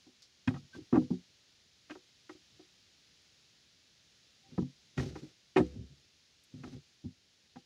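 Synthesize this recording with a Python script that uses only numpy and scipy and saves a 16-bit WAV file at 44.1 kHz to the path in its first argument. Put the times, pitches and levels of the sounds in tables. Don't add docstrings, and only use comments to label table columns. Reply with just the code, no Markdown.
import sys
import numpy as np
from scipy import signal
from scipy.fft import rfft, irfft
from scipy.io import wavfile
from scipy.ndimage import uniform_filter1d, minimum_filter1d

SR = 44100
rng = np.random.default_rng(int(sys.argv[2]) if len(sys.argv) > 2 else 0)


def transcribe(u):
    v = np.clip(np.atleast_2d(u).T, -1, 1)
    q = np.round(v * 32767).astype(np.int16)
    wavfile.write(sys.argv[1], SR, q)


N = 337365

# frequency in Hz, relative level in dB.
LEAF_SPECTRUM = [(15, -46.5), (25, -21.5), (80, -1), (194, -4.5), (284, -8), (324, -8), (1010, -17.5),
                 (1780, -11), (2090, -10.5), (3780, -5), (5090, -6), (6850, -11.5), (8050, -24),
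                 (11000, -26), (13300, -41.5), (14800, -28), (15800, -34.5)]
RASP_SPECTRUM = [(290, -25.5), (500, 3), (658, -9.5), (805, -4), (1010, -12.5), (1280, -6.5), (5920, -7),
                 (8250, -20.5), (15800, -36)]
CLATTER_SPECTRUM = [(300, -20.5), (600, 3.5), (1200, 3), (2400, -1.5), (5000, -9.5), (7000, -14.5),
                    (10000, -22), (12500, -37.5), (15800, -35.5)]
# time in seconds, level in dB.
LEAF_LEVELS = [(0.0, -66.5), (5.05, -66.5), (7.65, -68.5)]
# start in seconds, level in dB, centre in Hz, width in octaves, fade time in
# seconds. A fade time (t60) is how long a sound takes to fall by 60 dB.
GRASS_CRACKLES = [(0.222, -54.5, 4630, 0.68, 0.12), (3.22, -76.5, 9610, .4, .04),
                  (5.613, -75, 7670, .08, 0.053), (6.437, -65.5, 7800, 1.1, 0.055)]
# start in seconds, length in seconds, pitch in Hz, level in dB.
BOARD_SQUEAKS = [(0.726, 0.047, 1560, -57), (4.429, 0.08, 780, -66)]
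# time in seconds, rumble in dB, rasp in dB.
BOARD_SLIDES = [
    [(0.72, -80, -73), (0.768, -57, -69), (0.86, -94, -105)],
    [(4.46, -72, -76), (4.57, -63.5, -73)],
    [(4.965, -68.5, -74), (4.985, -34.5, -53.5), (5.122, -57, -66.5), (5.32, -69, -70)],
    [(5.62, -64, -69), (5.738, -55, -70.5), (5.9, -69.5, -95), (6.05, -74.5, -90.5)],
    [(6.52, -73, -74), (6.642, -62.5, -70), (6.76, -56, -64), (6.82, -82, -108)],
]
# start in seconds, level in dB.
HEAVY_LOADS = [(4.977, -48), (5.592, -45.5), (5.78, -55)]
# pitch in Hz, relative level in dB, fade time in seconds.
BEAM_TONES = [(70, -16, 0.091), (94.1, -6.5, 0.18), (109.6, -0.5, .15), (139.2, 5, 0.2), (151.9, 1.5, 0.1)]
PLANK_TONES = [(179.1, -1.5, 0.18), (232.3, -4.5, 0.16), (252, 2.5, 0.15), (274.6, -9.5, 0.2)]
SHORT_BOARD_TONES = [(310.4, 0.5, .14), (349.6, -8, 0.1331), (367.8, 2, 0.14), (432, -9.5, 0.1426),
                     (495, -15, 0.3)]
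UPPER_TONES = [(519, -9, 0.046), (593, -4.5, 0.04), (717, -8, .07), (799, -2, 0.06), (905, -6.5, 0.03),
               (964, -4, 0.041), (1021, -5, 0.029), (1154, -3, 0.045), (1288, -3.5, 0.064),
               (1398, -6, 0.038)]
CRACK_TONES = [(1591, -7.5, 0.035), (1786, -7.5, 0.031), (1907, -11, 0.064), (2123, -8, 0.033),
               (2496, -4.5, 0.027), (2712, -9.5, .025), (2937, -7.5, 0.014), (3230, -9.5, 0.028),
               (3700, -15, 0.059), (4312, -13, 0.026), (5400, -12.5, .015), (6720, -12.5, 0.023)]
# start in seconds, strength in dB, lean in dB (plus favours the short
# boards, minus the beam), contact time in milliseconds.
WOOD_BLOWS = [(0.064, -53.5, 8.5, 0.47), (0.089, -62, 12.5, 0.43), (0.474, -30.5, -6.5, 0.037),
              (0.5, -55, 15.5, 0.23), (0.539, -41, -6, 0.11), (0.557, -46.5, 3.5, 0.18),
              (0.627, -58, -7, 0.62), (0.745, -49, 0, 0.18), (0.779, -46.5, 18, 0.74),
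              (0.808, -55, -6.5, 0.36), (0.926, -24.5, 1.5, 0.29), (0.941, -31, 7.5, 0.28),
              (0.955, -28, 9.5, 0.25), (0.969, -25.5, 7.5, 0.41), (1.015, -30.5, 3.5, 0.75),
              (1.104, -27.5, 5.5, 0.65), (1.125, -35.5, 10.5, 0.93), (1.896, -60.5, 22, 0.11),
              (1.906, -58.5, 17.5, 0.033), (1.951, -60, 22, 0.19), (2.292, -65.5, 26.5, 0.073),
              (2.348, -58, 19, 0.59), (2.52, -63, -13.5, 0.57), (2.592, -61.5, 18.5, 0.3),
              (2.614, -73.5, 18.5, 0.24), (4.212, -71, -6, 0.68), (4.483, -54, -2, 0.82),
              (4.514, -50, -1, .9), (4.578, -26.5, 12, 0.48), (4.619, -33, 2.5, 0.62),
              (4.845, -70, -9.5, .5), (4.976, -38, 0.5, 0.04), (4.994, -46, 7, 0.065),
              (5.025, -42, -7, 0.12), (5.087, -52, -7, 1.4), (5.154, -44.5, 9.5, 0.18),
              (5.228, -50.5, 15.5, 0.63), (5.56, -33, 12, 0.14), (5.566, -32.5, 12, 0.072),
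              (5.578, -26.5, 6.5, 0.2), (5.596, -23, 7.5, 0.38), (5.756, -43.5, -12, 0.46),
              (5.806, -45, -7.5, 1), (5.893, -46.5, -6, 1.5), (6.537, -53, -10, 0.3),
              (6.592, -51.5, -7, 0.58), (6.634, -46.5, -1, 0.09), (6.67, -49.5, -3.5, 0.19),
              (6.725, -42, -0.5, 0.43), (6.742, -43.5, -2, 1.7), (7.039, -38.5, 8, 0.95),
              (7.055, -35.5, -2.5, 0.83), (7.557, -47, 3.5, 0.17)]
# level in dB
# at no lean, share of the lean, random spread in dB, build-up in cycles, landing time in seconds.
BLOW_REACH = [(-15.5, 0.99, 7, 3.5, .006), (-15, -1.0, 4, 1.2, 0.0063), (-7.5, -0.19, 4, 1.9, .006),
              (-7, 0.72, 5, 5.5, .012), (1, 0.66, 4, 6, .008)]


def from_db(db):
    return 10 ** (np.asarray(db) / 20)


def rms_one(x):
    return x / np.sqrt(np.mean(x ** 2) + 1e-20)


def level_curve(rows, column):
    rows = np.array(rows)
    return np.interp(np.arange(N) / SR, rows[:, 0], rows[:, column], left=-150, right=-150)


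def coloured_noise(spectrum):
    hz = np.maximum(np.fft.rfftfreq(N, 1 / SR), 1)
    points = np.array(spectrum)
    shape = from_db(np.interp(np.log(hz), np.log(points[:, 0]), points[:, 1]))
    return rms_one(irfft(rfft(rng.standard_normal(N)) * shape, N))


def drift(per_s):
    knots = rng.standard_normal(int(N / SR * per_s) + 2)
    return np.interp(np.arange(N) / SR * per_s, np.arange(len(knots)), knots)


def grains(per_s, spread_db):
    sizes = from_db(spread_db * np.minimum(rng.exponential(1, N), 4)) * rng.choice([-1, 1], N)
    return rms_one(sizes * (rng.random(N) < per_s / SR))


def ring(clicks, hz, t60):
    r, w = from_db(-60 / (t60 * SR)), 2 * np.pi * hz / SR
    return signal.lfilter([0, np.sin(w)], [1, -2 * r * np.cos(w), r * r], clicks + 1e-18)


def build_up(x, hz, cycles):
    r, w = from_db(-60 * hz / (cycles * SR)), 2 * np.pi * hz / SR
    return signal.lfilter([(1 - r * r) / 2, 0, (r * r - 1) / 2], [1, -2 * r * np.cos(w), r * r], x)


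def leaves():
    return coloured_noise(LEAF_SPECTRUM) * from_db(level_curve(LEAF_LEVELS, 1) + .6 * drift(per_s=3.5))


def grass_crackles():
    t, out = np.arange(N) / SR, np.zeros(N)
    clicks = grains(per_s=4000, spread_db=2.0)
    for start, level_db, hz, octaves, t60 in GRASS_CRACKLES:
        band = signal.butter(2, hz * 2 ** (octaves / 2 * np.array([-1, 1])), "band", fs=SR, output="sos")
        fade = (t >= start) * from_db(level_db - 60 * np.maximum(t - start, 0) / t60)
        out += rms_one(signal.sosfilt(band, clicks)) * fade
    return out


def squeaks():
    t, out = np.arange(N) / SR, np.zeros(N)
    for start, length, hz, level_db in BOARD_SQUEAKS:
        swell = np.sin(np.pi * np.clip((t - start) / length, 0, 1))
        out += from_db(level_db + 5.2 * drift(per_s=80)) * swell * np.sin(2 * np.pi * hz * t)
    return out


def slides(fade_scale=0.7):
    slips = grains(per_s=460, spread_db=5.0)
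    rumble = rms_one(sum(from_db(db) * build_up(ring(slips, hz, fade_scale * t60), hz, cycles=2.5)
                         for hz, db, t60 in BEAM_TONES + PLANK_TONES + SHORT_BOARD_TONES))
    rasp = coloured_noise(RASP_SPECTRUM) * from_db(2.1 * drift(per_s=120))
    return sum(from_db(level_curve(slide, 1)) * rumble + from_db(level_curve(slide, 2)) * rasp
               for slide in BOARD_SLIDES)


def trestle_sway(hz=69.6):
    starts, level_db = np.transpose(HEAVY_LOADS)
    pushes = np.zeros(N)
    pushes[(starts * SR).astype(int)] = from_db(level_db)
    return build_up(ring(pushes, hz, t60=0.55), hz, cycles=2.5)


def clatter(offset_db=-12.5, centre_hz=1530, rise_s=0.0052, t60=0.11):
    starts, strength_db, lean_db, contact_ms = np.transpose(WOOD_BLOWS)
    softness = (1 + (2 * np.pi * centre_hz * contact_ms / 1000) ** 2) ** 1.5
    crack_share = BLOW_REACH[-1][1]
    kicks = np.zeros(N)
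    kicks[(starts * SR).astype(int)] = from_db(offset_db + strength_db + crack_share * lean_db) / softness
    fade = signal.lfilter([1], [1, -from_db(-60 / (t60 * SR))], kicks + 1e-18)
    rise = np.exp(-1 / (rise_s * SR))
    return coloured_noise(CLATTER_SPECTRUM) * signal.lfilter([1 - rise], [1, -rise], fade)


def blows(touches=3, touch_step_db=-4):
    starts, strength_db, lean_db, contact_ms = np.transpose(WOOD_BLOWS)
    steps = np.arange(SR // 100)
    contact_samples = np.maximum(contact_ms, .02)[:, None] * SR / 1000
    pulse = steps ** 2 * np.exp(-1.5 * steps / contact_samples)
    pulse /= pulse.sum(axis=1, keepdims=True)
    groups = [SHORT_BOARD_TONES, BEAM_TONES, PLANK_TONES, UPPER_TONES, CRACK_TONES]
    out = np.zeros(N)
    for tones, (reach_db, share, spread_db, cycles, landing_s) in zip(groups, BLOW_REACH):
        blow_db = strength_db + reach_db + share * lean_db
        for hz, level_db, t60 in tones:
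            chance = rng.random((len(starts), 1 + 2 * touches))
            gain = from_db(blow_db + level_db + spread_db * (2 * chance[:, 0] - 1))
            force = np.zeros(N)
            for k in range(touches):
                at = np.round((starts + landing_s * chance[:, 1 + k] ** 2) * SR).astype(int)
                push = gain * from_db(k * touch_step_db) * np.sign(chance[:, -1 - k] - .5)
                np.add.at(force, at[:, None] + steps, push[:, None] * pulse)
            out += build_up(ring(force, hz, t60), hz, cycles)
    return out


def suppressor(band, open_at_db, range_db, boost_db, hold_s):
    level_db = 10 * np.log10(uniform_filter1d(band ** 2, size=441) + 1e-12)
    hold = int(hold_s * SR)
    held_db = -minimum_filter1d(-level_db, hold + 1, origin=hold // 2)
    opening = np.clip((held_db - open_at_db) / range_db, 0, 1)
    return band * from_db(boost_db * uniform_filter1d(opening, size=441))


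def scene(bass_cut_hz=48):
    wood = blows() + clatter() + trestle_sway() + slides() + squeaks()
    wood = signal.sosfilt(signal.butter(4, bass_cut_hz, "high", fs=SR, output="sos"), wood)
    return (wood + grass_crackles() + leaves())[None]


def record(dry):
    split_hz, top_hz = 475, 16050
    bass = signal.sosfiltfilt(signal.butter(2, split_hz, fs=SR, output="sos"), dry[0])
    treble = dry[0] - bass
    out = suppressor(bass, open_at_db=-66.5, range_db=8.4, boost_db=7.7, hold_s=0.016)
    out += suppressor(treble, open_at_db=-58.5, range_db=2.15, boost_db=3.44, hold_s=0.036)
    return signal.sosfilt(signal.cheby2(18, 40, top_hz, fs=SR, output="sos"), out)[None]


dry = scene()
out = record(dry)
transcribe(out)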